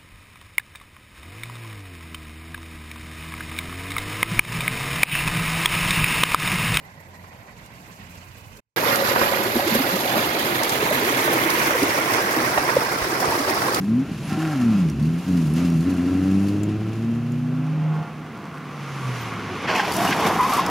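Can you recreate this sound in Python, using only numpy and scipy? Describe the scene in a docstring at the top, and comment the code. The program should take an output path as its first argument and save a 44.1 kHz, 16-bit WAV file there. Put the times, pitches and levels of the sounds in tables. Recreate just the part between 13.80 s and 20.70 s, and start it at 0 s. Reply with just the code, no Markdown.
"""A parkland rally stage: one car slides on gravel with surging revs and pulls away as a second comes on at full
throttle, lifts, brakes and scrubs its tyres into a tarmac corner with a squeal.
Engines are sums of tones locked to the firing rate plus ringing metal; the road and wind are coloured noise.
Stones are short cracks, squeals and yelps are brief tones. A camera microphone with two close ports hears it all."""
import sys
import numpy as np
from scipy import signal
from scipy.fft import rfft, irfft, next_fast_len
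from scipy.io import wavfile
from scipy.ndimage import uniform_filter1d

SR = 44100
rng = np.random.default_rng(int(sys.argv[2]) if len(sys.argv) > 2 else 0)


def master_out(mix):
    """Clip the mix to full scale and print it as 16-bit PCM to the path in sys.argv[1]."""
    frames = np.transpose(np.atleast_2d(mix))
    ceiling = np.clip(frames, -1, 1)
    pcm = np.round(ceiling * 32767).astype(np.int16)
    wavfile.write(sys.argv[1], SR, pcm)


N = 304270
T = np.arange(N) / SR  # time of every sample, s
SIZE = next_fast_len(N)  # length of the Fourier transforms
SIDES = np.array([[1], [-1]])  # left, right


def undb(db):
    """Turn decibels into a gain."""
    return 10 ** (np.asarray(db) / 20)


def unit(x):
    """Scale to an RMS of 1."""
    return x / np.sqrt(np.mean(x ** 2))


def columns(table):
    """Every column after the time, as a curve over all samples."""
    s, *rest = np.transpose(table)
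    return [np.interp(T, s, column) for column in rest]


def gate(table, fade_s):
    """1 while the table lasts, fading to 0 outside."""
    first, last = table[0][0], table[-1][0]
    return np.interp(T, [first - fade_s, first, last, last + fade_s], [0, 1, 1, 0])


def walk(rate):
    """Random levels, each held 1 / rate seconds, then smoothed twice; RMS 1."""
    k = int(SR / rate)
    steps = np.repeat(rng.standard_normal(N // k + 1), k)
    return unit(uniform_filter1d(uniform_filter1d(steps, k), k)[:N])


def response(shape, lo_hz, hi_hz, rings):
    """The part of a spectrum between two soft edges, with its resonances, passing unit power."""
    f = np.maximum(np.arange(SIZE // 2 + 1) * SR / SIZE, 1)
    hz, db = np.transpose(shape)
    edges = 1 / np.sqrt((1 + (lo_hz / f) ** 8) * (1 + (f / hi_hz) ** 8))
    lift_db = sum(top_db / (1 + (2 * (f - ring_hz) / width) ** 2) for ring_hz, width, top_db in rings)
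    return unit(edges * undb(np.interp(np.log(f), np.log(hz), db) + lift_db))


def colour(x, shape, lo_hz, hi_hz, rings=()):
    """Filter unit noise, one row or several."""
    return irfft(rfft(x, SIZE) * response(shape, lo_hz, hi_hz, rings), SIZE)[..., :N]


def grains(rate, spread_db):
    """Scattered impacts of uneven size, about `rate` a second."""
    hit = rng.random(N) < rate / SR
    size_db = spread_db * np.minimum(rng.exponential(1, N), 4)
    return unit(hit * rng.standard_normal(N) * undb(size_db))


def firing_cycle(table):
    """Count of firings so far: the firing rate added up over time."""
    return np.cumsum(columns(table)[0]) / SR


# How unevenly the engines fire, rough when the throttle shuts.
# Each row: time in seconds, roughness from 0 to 1.
ROUGHNESS = [(0, .1), (.24, .1), (.3, .5), (.56, .45), (.62, .12), (1.05, .12), (1.15, .25), (1.3, .14),
             (2.1, .16), (2.5, .08), (4.2, .08), (4.3, .26), (5.1, .1), (5.6, .2)]


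def exhaust(table, orders, half_db):
    """Multiples (orders) of the firing rate; firings differ in strength and timing, uneven cylinders add half orders."""
    rough, = columns(ROUGHNESS)
    cycle = firing_cycle(table)
    note = 0
    for k, db in orders:
        size, slip = (np.interp(cycle, np.arange(1500), c) for c in rng.standard_normal((2, 1500)))
        scatter = rough * min(0.33 * k, 1)  # the lowest order averages over the whole pulse
        strength = undb(db) * (1 + 2.15 * scatter * size)
        note = note + strength * np.sin(2 * np.pi * k * cycle + 3.05 * scatter * slip)
    body = np.sqrt(sum(undb(db) ** 2 for k, db in orders))
    for k in (1.5, 2.5, 3.5):
        size, slip = (np.interp(cycle / 2, np.arange(800), c) for c in rng.standard_normal((2, 800)))
        note = note + body * undb(half_db + 5.4 * rough) * size * np.sin(2 * np.pi * k * cycle + slip)
    note = np.sqrt(2) * note * gate(table, 0.051)
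    # short tail pipes radiate little below their first order
    return signal.sosfilt(signal.butter(4, 62, "high", fs=SR, output="sos"), note)


def rasp(cycle, table, box, spread_db):
    """Each firing is a knock of its own strength that rings hollow metal; the rattle comes and goes."""
    size = rng.standard_normal((1500, 2))[cycle.astype(int)].T
    fires = np.diff(np.floor(cycle), prepend=0) > 0
    knocks = fires * undb(spread_db * size[0])
    puff = rng.standard_normal(N) * np.exp(-(cycle % 1) / 0.54)  # noise fading after each firing
    knocks = knocks + 0.11 * puff * undb(spread_db * size[1])
    ring = 0
    for hz, width, db in box:
        ring = ring + undb(db) * unit(signal.lfilter(*signal.iirpeak(hz, hz / width, fs=SR), knocks))
    return unit(ring) * undb(columns(table)[0]) * undb(3.6 * walk(30)) * gate(table, .05)


# The engine of the leaving car.
# Each row: time in seconds, firing rate in Hz, level in dB before the pipe, lift of the 2nd order in dB.
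LEAVING_REVS = [(0.0, 89.9, -38.5, 18.5), (0.136, 116.9, -20, 2.5), (0.222, 137, -29.5, 13.5),
                (0.27, 136.8, -29, -16), (0.434, 138.7, -32, -2), (0.54, 150, -26.5, 4),
                (0.64, 161.2, -22.5, 7.5), (0.72, 151.1, -22.5, 0.5), (0.792, 125.3, -25, 6.5),
                (0.898, 112.4, -21, 7), (1.062, 81, -30, 14.5), (1.14, 66.8, -22, -4),
                (1.2, 71.74, -24, 3.5), (1.26, 79.2, -25, 7.5), (1.408, 87.8, -29.5, 9.5),
                (1.506, 92.54, -17, 0.5), (1.68, 74.7, -28.5, 11), (1.834, 88.4, -19, -0.5),
                (1.996, 79.5, -26, 11.5), (2.084, 93.2, -16.5, -11.5), (2.2, 87.3, -21, -1.5),
                (2.33, 91.6, -16.5, -13), (2.544, 96.75, -17.5, 4), (2.832, 103.4, -18.5, -7),
                (3.128, 110.9, -23, -9.5), (3.3, 115.4, -24.5, 5), (3.4, 117, -24, -4),
                (3.798, 126.5, -28.5, 4.5), (4.06, 134.9, -42.5, 4)]
# The throttle is lifted for an instant. 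Each row: middle in seconds, length in seconds, change in dB.
THROTTLE_LIFTS = [(.28, 0.071, -10), (0.422, 0.11, -12), (1.143, 0.078, -7), (1.436, 0.058, -16)]
# Extra level of the orders above the third. Each row: time in seconds, gain in dB.
UPPER_ORDERS = [(0, -1), (.45, -3), (.6, 8), (.8, 1), (1.2, -3.5), (2, 1.5), (2.5, 3), (3.0, 5), (3.5, 1.5),
                (4.06, 6)]
# How well the pipe passes an order. Each row: frequency of the order in Hz, gain in dB.
PIPE_GAIN = [(60, 1), (85, -15), (110, -5.5), (140, -2.5), (170, -3), (205, -4), (240, -0.4), (280, -4.5),
             (320, -9.5), (370, -23), (500, -32), (640, -37), (780, -36.5), (920, -65)]


def leaving_orders(count):
    """Each order is as loud as the pipe passes it at its frequency; all drop when the throttle is lifted."""
    hz, db, second_db = columns(LEAVING_REVS)
    for s, length, depth_db in THROTTLE_LIFTS:
        db = db + depth_db * np.exp(-((T - s) / length * 2) ** 2)
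    bright_db, = columns(UPPER_ORDERS)
    pipe_hz, pipe_db = np.transpose(PIPE_GAIN)
    orders = []
    for k in range(1, count + 1):
        passed_db = np.interp(np.log(k * hz), np.log(pipe_hz), pipe_db)
        orders.append((k, db + passed_db + (k == 2) * second_db + (k > 3) * bright_db))
    return orders


# Rasp of the firings in the silencer and engine bay. Each row: time in seconds, level in dB.
LEAVING_RASP_LEVEL = [(0, -56), (.45, -60), (.52, -40), (.74, -40), (.82, -42), (1.0, -48), (1.15, -54),
                      (1.8, -59), (2.2, -46.5), (3, -53), (3.8, -68)]
# The metal that rings. Each row: pitch in Hz, width in Hz, strength in dB against the other rings.
LEAVING_METAL = [(770, 32, 5.1), (1090, 65, 1.3), (1341, 52, 7), (1603, 87, 1.3)]


def leaving_engine():
    """The leaving car: exhaust orders and the rasp of metal struck at the same firing rate."""
    note = exhaust(LEAVING_REVS, leaving_orders(count=8), half_db=-37.0)
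    return note + rasp(firing_cycle(LEAVING_REVS), LEAVING_RASP_LEVEL, LEAVING_METAL, spread_db=4.4)


# The engine of the coming car.
# Each row: time in seconds, firing rate in Hz, exhaust level in dB, intake howl in dB.
COMING_REVS = [(2.95, 147.2, -47, -67), (3.172, 146.8, -39, -55), (3.554, 151.1, -28, -58),
               (3.8, 154.7, -25.5, -53), (4.112, 155.1, -20, -43.5), (4.22, 155.7, -25.5, -39),
               (4.25, 155.7, -45, -43), (4.346, 152.4, -34, -50), (4.568, 152.4, -44.5, -51.5),
               (4.9, 147.6, -40, -55), (5.05, 140.8, -33.5, -62), (5.22, 133.4, -32, -66),
               (5.29, 126.9, -24, -65), (5.37, 121, -33, -64), (5.492, 112.2, -35, -63),
               (5.6, 105, -45, -66), (5.72, 97.6, -36.5, -66), (5.9, 89.3, -60, -64)]

# Both cars on gravel, then rolling on tarmac.
# Each row: time in seconds, level in dB, lower middle over it in dB, treble over it in dB (scaled per layer).
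ROAD_LEVEL = [(0, -50, 3.5, -3), (.23, -46, 3, -8.5), (.39, -44.5, -3, -6), (.52, -41, 2.5, -5.5),
              (.7, -41.5, 3.5, -6.5), (.98, -41, 1, -6), (1.15, -47, 1, -7), (1.57, -43, 1, -3),
              (1.74, -46.5, 0.5, -3), (1.77, -38.5, -1, -5.5), (1.96, -45, 2.5, -6), (2.01, -48, 1.5, 0),
              (2.06, -43, 3, -6), (2.7, -45, 1.5, -5), (2.9, -46, 2, -9.5), (3.61, -49, 3, -9),
              (4.18, -46, 6, -16), (4.36, -47.5, 3.5, -15), (4.8, -46.5, 4, -15.5), (5.07, -40.5, 1, -11.5),
              (5.4, -35.5, -0.5, -10.5), (5.58, -38, 2, -14.5), (5.81, -35.5, 0.5, -15),
              (5.86, -30, 1.5, -18)]
# The coming car sliding into the corner. Each row: the same four columns.
SKID_LEVEL = [(5.87, -30, -4, -18), (5.884, -23, -4, -21.5), (5.966, -27, -1, -12.5),
              (6.004, -21, -6.5, -16), (6.012, -29.5, 0, -15.5), (6.106, -28.5, 0, -10.5),
              (6.138, -32, 0, -3.5), (6.204, -28.5, 3, -5), (6.308, -25.5, 1, -6), (6.328, -20.5, -11, -16),
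              (6.348, -29.5, 3, -7.5), (6.434, -26, 3.5, -10), (6.584, -34, 7, -5), (6.642, -31, 1.5, -7),
              (6.762, -30, 2, -4), (6.792, -27, -4, -8), (6.84, -29.5, 1, -13), (6.9, -35.5, 12.5, -5)]
# The deep rumble. Each row: time in seconds, level in dB.
RUMBLE_LEVEL = [(0, -33), (.3, -31), (.54, -36.5), (.94, -31), (1.5, -32), (1.76, -29.5), (2, -33),
                (2.87, -29), (3.6, -38), (5.4, -38.5), (5.58, -34), (5.81, -34), (5.88, -32), (6.02, -34.5),
                (6.2, -26.5), (6.5, -28), (6.7, -33.5), (6.9, -31.5)]
# Colours of the noise: the rumble, then the road on gravel, rolling on tarmac and sliding on tarmac.
# Each row: frequency in Hz, relative strength per Hz in dB.
RUMBLE_COLOUR = [(18, -51), (30, -42), (64, -8), (96, 1), (192, 9), (333, 2.5), (600, -10.5)]
GRAVEL_COLOUR = [(260, -48), (450, -16), (499, -2), (662, 0), (791, -5), (878, -6), (1030, -3), (1330, -5),
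                 (1790, -7.5), (2670, -6), (3600, -14), (7020, -20.5), (7780, -27.5), (11000, -25.5),
                 (15600, -38)]
ROLLING_COLOUR = [(260, 3), (450, 0.5), (606, -11.5), (672, -7.5), (918, -8), (1110, -4.5), (1820, -13),
                  (2110, -10.5), (3990, -22), (6140, -21), (8020, -30.5), (9730, -27), (13100, -33),
                  (14100, -40), (15600, -48)]
SLIDING_COLOUR = [(260, 15), (450, 3), (588, -7.5), (682, -2), (1080, -1), (1230, -6), (3440, -15),
                  (3990, -14), (4560, -16), (5700, -16), (7900, -23.5), (12200, -20), (15600, -31)]
# Rings of hollow bodywork in the road noise. Each row: pitch in Hz, width in Hz, lift in dB.
GRAVEL_BODY = [(800, 35, 2.5), (1387, 53, 3.5), (2710, 200, 3)]
ROLLING_BODY = [(1110, 34, 2.7), (9900, 550, 3)]


def road():
    """Rumble and four bands of tread roar; bumps and showers of grit shake them, exhaust gas pulses the lower two."""
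    tarmac_s, slide_s, turn_s = 3.88, 5.86, 5.97  # middle of the change to tarmac, start of slide, start of turn
    tarmac = np.clip(T - tarmac_s + .5, 0, 1)
    slide = np.clip((T - slide_s) / 0.016, 0, 1)
    turn = np.clip((T - turn_s) / 0.25, 0, 1)
    loose = 1 - 0.63 * tarmac * (1 - slide)  # rolling on tarmac is shaken least
    road_db, lower_db, treble_db = columns(ROAD_LEVEL + SKID_LEVEL)
    rumble_db, = columns(RUMBLE_LEVEL)
    bumps = walk(8.7)
    grit_tail = np.exp(-1 / (0.0098 * SR))  # each shower of grit dies away in about 10 ms
    showers = unit(signal.lfilter([1], [1, -grit_tail], np.abs(grains(70, 2.8))))
    leaving_gas = 1 + 0.066 * (1 - slide) * np.cos(2 * np.pi * firing_cycle(LEAVING_REVS))
    coming_gas = 1 + 0.077 * (1 - slide) * np.cos(2 * np.pi * firing_cycle(COMING_REVS))
    mid, side = colour(rng.standard_normal((2, N)), RUMBLE_COLOUR, 20, 444)
    out = undb(rumble_db + 0.34 * walk(13)) * (mid + undb(-22.5) * side * SIDES)
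    # Scrub, hiss, spray and grit. Each row: added level in dB, then its offsets in dB on gravel, rolling and
    # sliding, edges in Hz, impacts a second, their share when sliding, bumps in dB, showers' share,
    # side against middle in dB, left minus right in dB
    layers = [
        (lower_db, (0.69, 0.93, 2.1), 500, 1850, 350, .65, .4, .06, -21, -.2),
        (0, (-2.3, -2.2, -2.1), 1850, 3900, 700, .5, .4, .12, -16, -.6),
        (0.73 * treble_db, (-1.8, -3.3, -3.6), 4000, 7500, 1200, .5, .4, .22, -6.5, -.3),
        (1.47 * treble_db, (-1.4, -1, -0.89), 7500, 17000, 700, .8, .4, .3, -6.5, 2.2)]
    for over_db, offsets_db, lo_hz, hi_hz, rate, share, bump_db, shower, side_db, lean_db in layers:
        gravel_db, rolling_db, sliding_db = offsets_db
        surface_db = gravel_db + (rolling_db - gravel_db) * tarmac + (sliding_db - rolling_db) * slide
        db = road_db + over_db + surface_db
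        rush = rng.standard_normal((2, N))
        impacts = np.array([grains(rate, 0.44), grains(rate, 1.5)])
        crunch = (rush + share * impacts) / np.sqrt(1 + share ** 2)
        pulse = (leaving_gas, coming_gas) if hi_hz < 5000 else (1, 1)
        on_gravel = colour(rush * pulse[0], GRAVEL_COLOUR, lo_hz, hi_hz, GRAVEL_BODY)
        rolling = colour(rush[:, ::-1] * pulse[1], ROLLING_COLOUR, lo_hz, hi_hz, ROLLING_BODY)
        # the road mirrors the sliding tyres, leaving a dip (Hz, width in Hz, dB) that is higher after the turn
        before_turn = colour(crunch, SLIDING_COLOUR, lo_hz, hi_hz, [(3800, 440, -14)])
        after_turn = colour(crunch, SLIDING_COLOUR, lo_hz, hi_hz, [(4080, 260, -9)])
        mid, side = (np.sqrt(1 - tarmac) * on_gravel + np.sqrt(tarmac) * (1 - slide) * rolling
                     + slide * (1 - turn) * before_turn + turn * after_turn)
        shake = undb(loose * bump_db * bumps) * (1 - shower * loose + shower * loose * showers)
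        out = out + (mid + undb(side_db) * side * SIDES) * shake * undb(db + lean_db / 2 * SIDES)
    return out


# Strength of the wind. Each row: time in seconds, level in dB of the part both ports share.
WIND_LEVEL = [(0, -52), (2.5, -57), (5.2, -68), (6, -57), (6.5, -48), (6.9, -46)]


def wind():
    """Slow low buffeting as deep noise, partly different at the two ports."""
    db, = columns(WIND_LEVEL)
    mid, side = colour(rng.standard_normal((2, N)), [(10, -2), (40, 2), (90, 1.2)], 8, 89)
    return undb(db) * (mid + .5 * side * SIDES)


# Single firings popping in the pipe while the throttle is shut.
# Each row: start in seconds, peak in dB, ring in Hz.
PIPE_POPS = [(0.315, -18, 166), (.335, -24, 170), (.36, -25, 172), (.404, -23, 151), (.446, -24, 190),
             (.476, -21, 150), (0.522, -15, 200), (.561, -17, 200)]


def pops():
    """Each pop swells within a cycle and rings out in the pipe."""
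    out, t = np.zeros(N), np.arange(3000) / SR
    for s, db, hz in PIPE_POPS:
        turns = hz * t / 1.6  # a longer swell for a larger divisor
        swell = 2 * turns * np.exp(1 - 2 * turns)
        out[int(s * SR):int(s * SR) + 3000] += undb(db) * swell * np.sin(2 * np.pi * hz * t)
    return out


# Brake squeaks. Each row: middle in seconds, peak in dB, pitch in Hz, length in seconds.
BRAKE_SQUEAKS = [(0.458, -47.5, 10300, 0.037), (5.42, -46, 13980, 0.029)]


def squeaks(waver):
    """Brief brake whistles that swell and fade, with an unsteady pitch."""
    drift = np.cumsum(1 + waver * walk(150)) / SR
    out = 0
    for s, db, hz, length in BRAKE_SQUEAKS:
        swell = np.exp(-((T - s) / length * 2) ** 2)
        out = out + undb(db) * swell * np.sin(2 * np.pi * hz * drift)
    return out


# Thrown stones. Each row: start in seconds, level in dB, ring in Hz, left minus right in dB.
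THROWN_STONES = [(0.495, -32, 5030, 0.5), (1.0985, -30, 5700, -2), (1.2263, -37, 4500, 0.5),
                 (1.6708, -35, 4786, 1.0), (1.737, -31, 10800, 1.5), (1.7603, -34, 4900, -2),
                 (1.8497, -33, 5000, 0.0), (1.9015, -34, 5650, 0.0), (2.0072, -33, 4360, 1.0),
                 (2.139, -38, 4310, -0.5), (2.6845, -33, 4614, 0.5), (2.8335, -30, 7130, 4),
                 (3.52, -39.5, 6950, 4), (5.8236, -41, 4500, -7), (6.121, -19, 4640, 2),
                 (6.166, -19, 5800, -1), (6.307, -25, 6160, -.6), (6.736, -19.5, 4300, -2),
                 (6.863, -20.5, 5100, -1.5)]


def stones():
    """Each stone cracks on the bodywork: a short hiss and a damped ring."""
    out, t = np.zeros((2, N + 2000)), np.arange(2000) / SR
    band = signal.butter(1, [3500, 11000], "band", fs=SR)
    hisses = signal.lfilter(*band, rng.standard_normal((len(THROWN_STONES), 2, 2000)))
    for (s, db, hz, pan_db), hiss in zip(THROWN_STONES, hisses):
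        burst = (hiss[0] + .5 * hiss) * 0.55 * np.exp(-t / 0.0035)
        ring = 0.39 * np.sin(2 * np.pi * hz * t) * np.exp(-t / 0.0067)
        out[:, int(s * SR):int(s * SR) + 2000] += (burst + ring) * undb(db + pan_db / 2 * SIDES)
    return out[:, :N]


# Low orders of the coming car. Each row: order, gain in dB over the exhaust level.
EXHAUST_ORDERS = [(1, 0), (2, -20.5)]
# Its high orders. Each row: order, gain in dB over the intake howl.
HOWL_ORDERS = [(3, -6), (4.5, -3), (5, -6), (5.5, -4.5)]


def coming_orders():
    """Low orders follow the exhaust level, high ones the intake howl."""
    hz, db, howl_db = columns(COMING_REVS)
    low = [(k, db + gain_db) for k, gain_db in EXHAUST_ORDERS]
    return low + [(k, howl_db + gain_db) for k, gain_db in HOWL_ORDERS]


# Rasp of the coming car. Each row: time in seconds, level in dB.
COMING_RASP_LEVEL = [(3.6, -63), (4.2, -46.5), (4.35, -55), (4.6, -46), (5.1, -45.5), (5.35, -42),
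                     (5.75, -43), (5.9, -57)]
# The metal that rings. Each row: pitch in Hz, width in Hz, strength in dB against the other rings.
COMING_METAL = [(1040, 68, -5), (1140, 50, 3.5), (1393, 32, 0.5)]


def coming_engine():
    """The coming car: exhaust and intake orders and the rasp of metal struck at the same firing rate."""
    note = exhaust(COMING_REVS, coming_orders(), half_db=-28.0)
    return note + rasp(firing_cycle(COMING_REVS), COMING_RASP_LEVEL, COMING_METAL, spread_db=3.8)


# Tyre squeals and yelps; the first row is the coming engine's fourth order, falling with its revs.
# Each row: start in seconds, length in seconds before the release, level in dB, pitch from in Hz, pitch to in Hz.
SQUEALS_AND_ORDER = [(5.689, .08, -33, 372, 345), (5.884, 0.028, -27, 835, 818),
                     (5.885, 0.028, -24.5, 1590, 1530), (5.953, 0.051, -21.5, 905, 877),
                     (5.966, .03, -23, 1110, 1100), (5.994, 0.0077, -16.5, 1580, 1560),
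                     (6.172, 0.058, -23, 686, 697), (6.232, .02, -22, 1044, 1060),
                     (6.241, 0.027, -22, 680, 732), (6.316, 0.013, -20, 1570, 1605),
                     (6.322, .01, -20, 2140, 2130), (6.414, 0.032, -25, 968, 1033),
                     (6.454, 0.034, -22, 800, 800), (6.5, 0.024, -22, 1003, 970),
                     (6.59, .031, -13.5, 1014, 996), (6.626, 0.027, -13, 1018, 1047),
                     (6.659, 0.0082, -15, 1040, 1014), (6.681, 0.04, -20, 1087, 1053),
                     (6.727, 0.021, -16.5, 1168, 1140), (6.752, 0.022, -19, 1110, 1110),
                     (6.777, 0.013, -13, 977, 954), (6.792, .005, -9, 1030, 1014),
                     (6.798, 0.019, -18.5, 977, 1084)]


def squeal():
    """Tread blocks stick and slip near one pitch, with a weaker neighbour above; one engine order is made alike."""
    attack_s, release_s = 0.00096, 0.0047
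    pitch_waver, catch_depth = 0.032, 0.4  # shares of the pitch and of the loudness
    out, t = np.zeros(N + SR), np.arange(int(.2 * SR)) / SR
    chance = np.array([walk(260), walk(220)])
    for s, length, db, from_hz, to_hz in SQUEALS_AND_ORDER:
        grip = undb(db) * np.clip(t / attack_s, 0, 1) * np.exp(-np.clip(t - length, 0, 1) / release_s)
        glide_hz = np.interp(t, [0, length], [from_hz, to_hz])
        for ratio, part_db in ((1, -2), (1.2, -11)):
            # every tone takes its own random stretch of the two walks
            waver, catch = chance[:, rng.integers(N - len(t)):][:, :len(t)]
            phase = 2 * np.pi * np.cumsum(ratio * glide_hz * (1 + pitch_waver * waver)) / SR
            # catching and letting go
            hold = np.clip(1 + catch_depth * catch * np.minimum(t / 0.016, 1), 0, None)
            tone = hold * (np.sin(phase) + undb(-19) * np.sin(2 * phase))
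            out[int(s * SR):int(s * SR) + len(t)] += undb(part_db) * grip * tone
    return out[:N]


def yelps(count):
    """Single tread blocks give short ragged tones of any pitch, following the slide's level, stronger when low."""
    low_hz, high_hz, length_cycles = 596, 6380, 14
    level_db, spread_db = -3.5, 3  # against the slide, and between yelps
    start, end = SKID_LEVEL[0][0], SKID_LEVEL[-1][0]
    out, t = np.zeros(N + SR), np.arange(3000) / SR
    for when, pitch, size, bend in rng.random((count, 4)):
        turns = low_hz * (high_hz / low_hz) ** pitch * t
        swell = turns / length_cycles * np.exp(-2 * turns / length_cycles)
        tone = swell * np.sin(2 * np.pi * turns * (1 + 0.003 * (bend - .5) * turns))
        at = int((start + when * (end - start)) * SR)
        out[at:at + 3000] += tone * undb(-spread_db * np.log(1 - size) - 11 * pitch)
    out = out[:N]
    return out / np.std(out[int(start * SR):]) * undb(columns(SKID_LEVEL)[0] + level_db)


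# Where the cars sit. Each row: time in seconds, left minus right in dB.
CAR_PAN = [(0, 0), (3, 0), (4.2, -0.7), (6.9, 0)]


def scene():
    """Engines and tyre tones sit in the middle; the two ports hear them slightly unequally, a little out of phase."""
    middle = leaving_engine() + coming_engine() + pops() + squeal() + yelps(count=560)
    # a small phase difference: a faint shifted part, of opposite sign at the two ports
    mismatch = undb(-23.0) * np.roll(middle, 62) * -SIDES
    pan = undb(columns(CAR_PAN)[0] / 2 * SIDES)
    cars = (middle + mismatch + road()) * pan
    return cars + stones() + squeaks(waver=0.0071) + wind()


def record(dry):
    """The microphone hisses faintly and loses the deep bass, the loudest peaks are rounded and the top is cut."""
    hissing = dry + undb(-61) * rng.standard_normal(dry.shape)
    thin = signal.sosfilt(signal.butter(2, 45, "high", fs=SR, output="sos"), hissing)
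    rounded = np.tanh(1.3 * thin) / 1.3
    top_hz = 15650
    return signal.sosfilt(signal.ellip(10, .2, 70, top_hz, fs=SR, output="sos"), rounded)


dry = scene()
out = record(dry)
master_out(out)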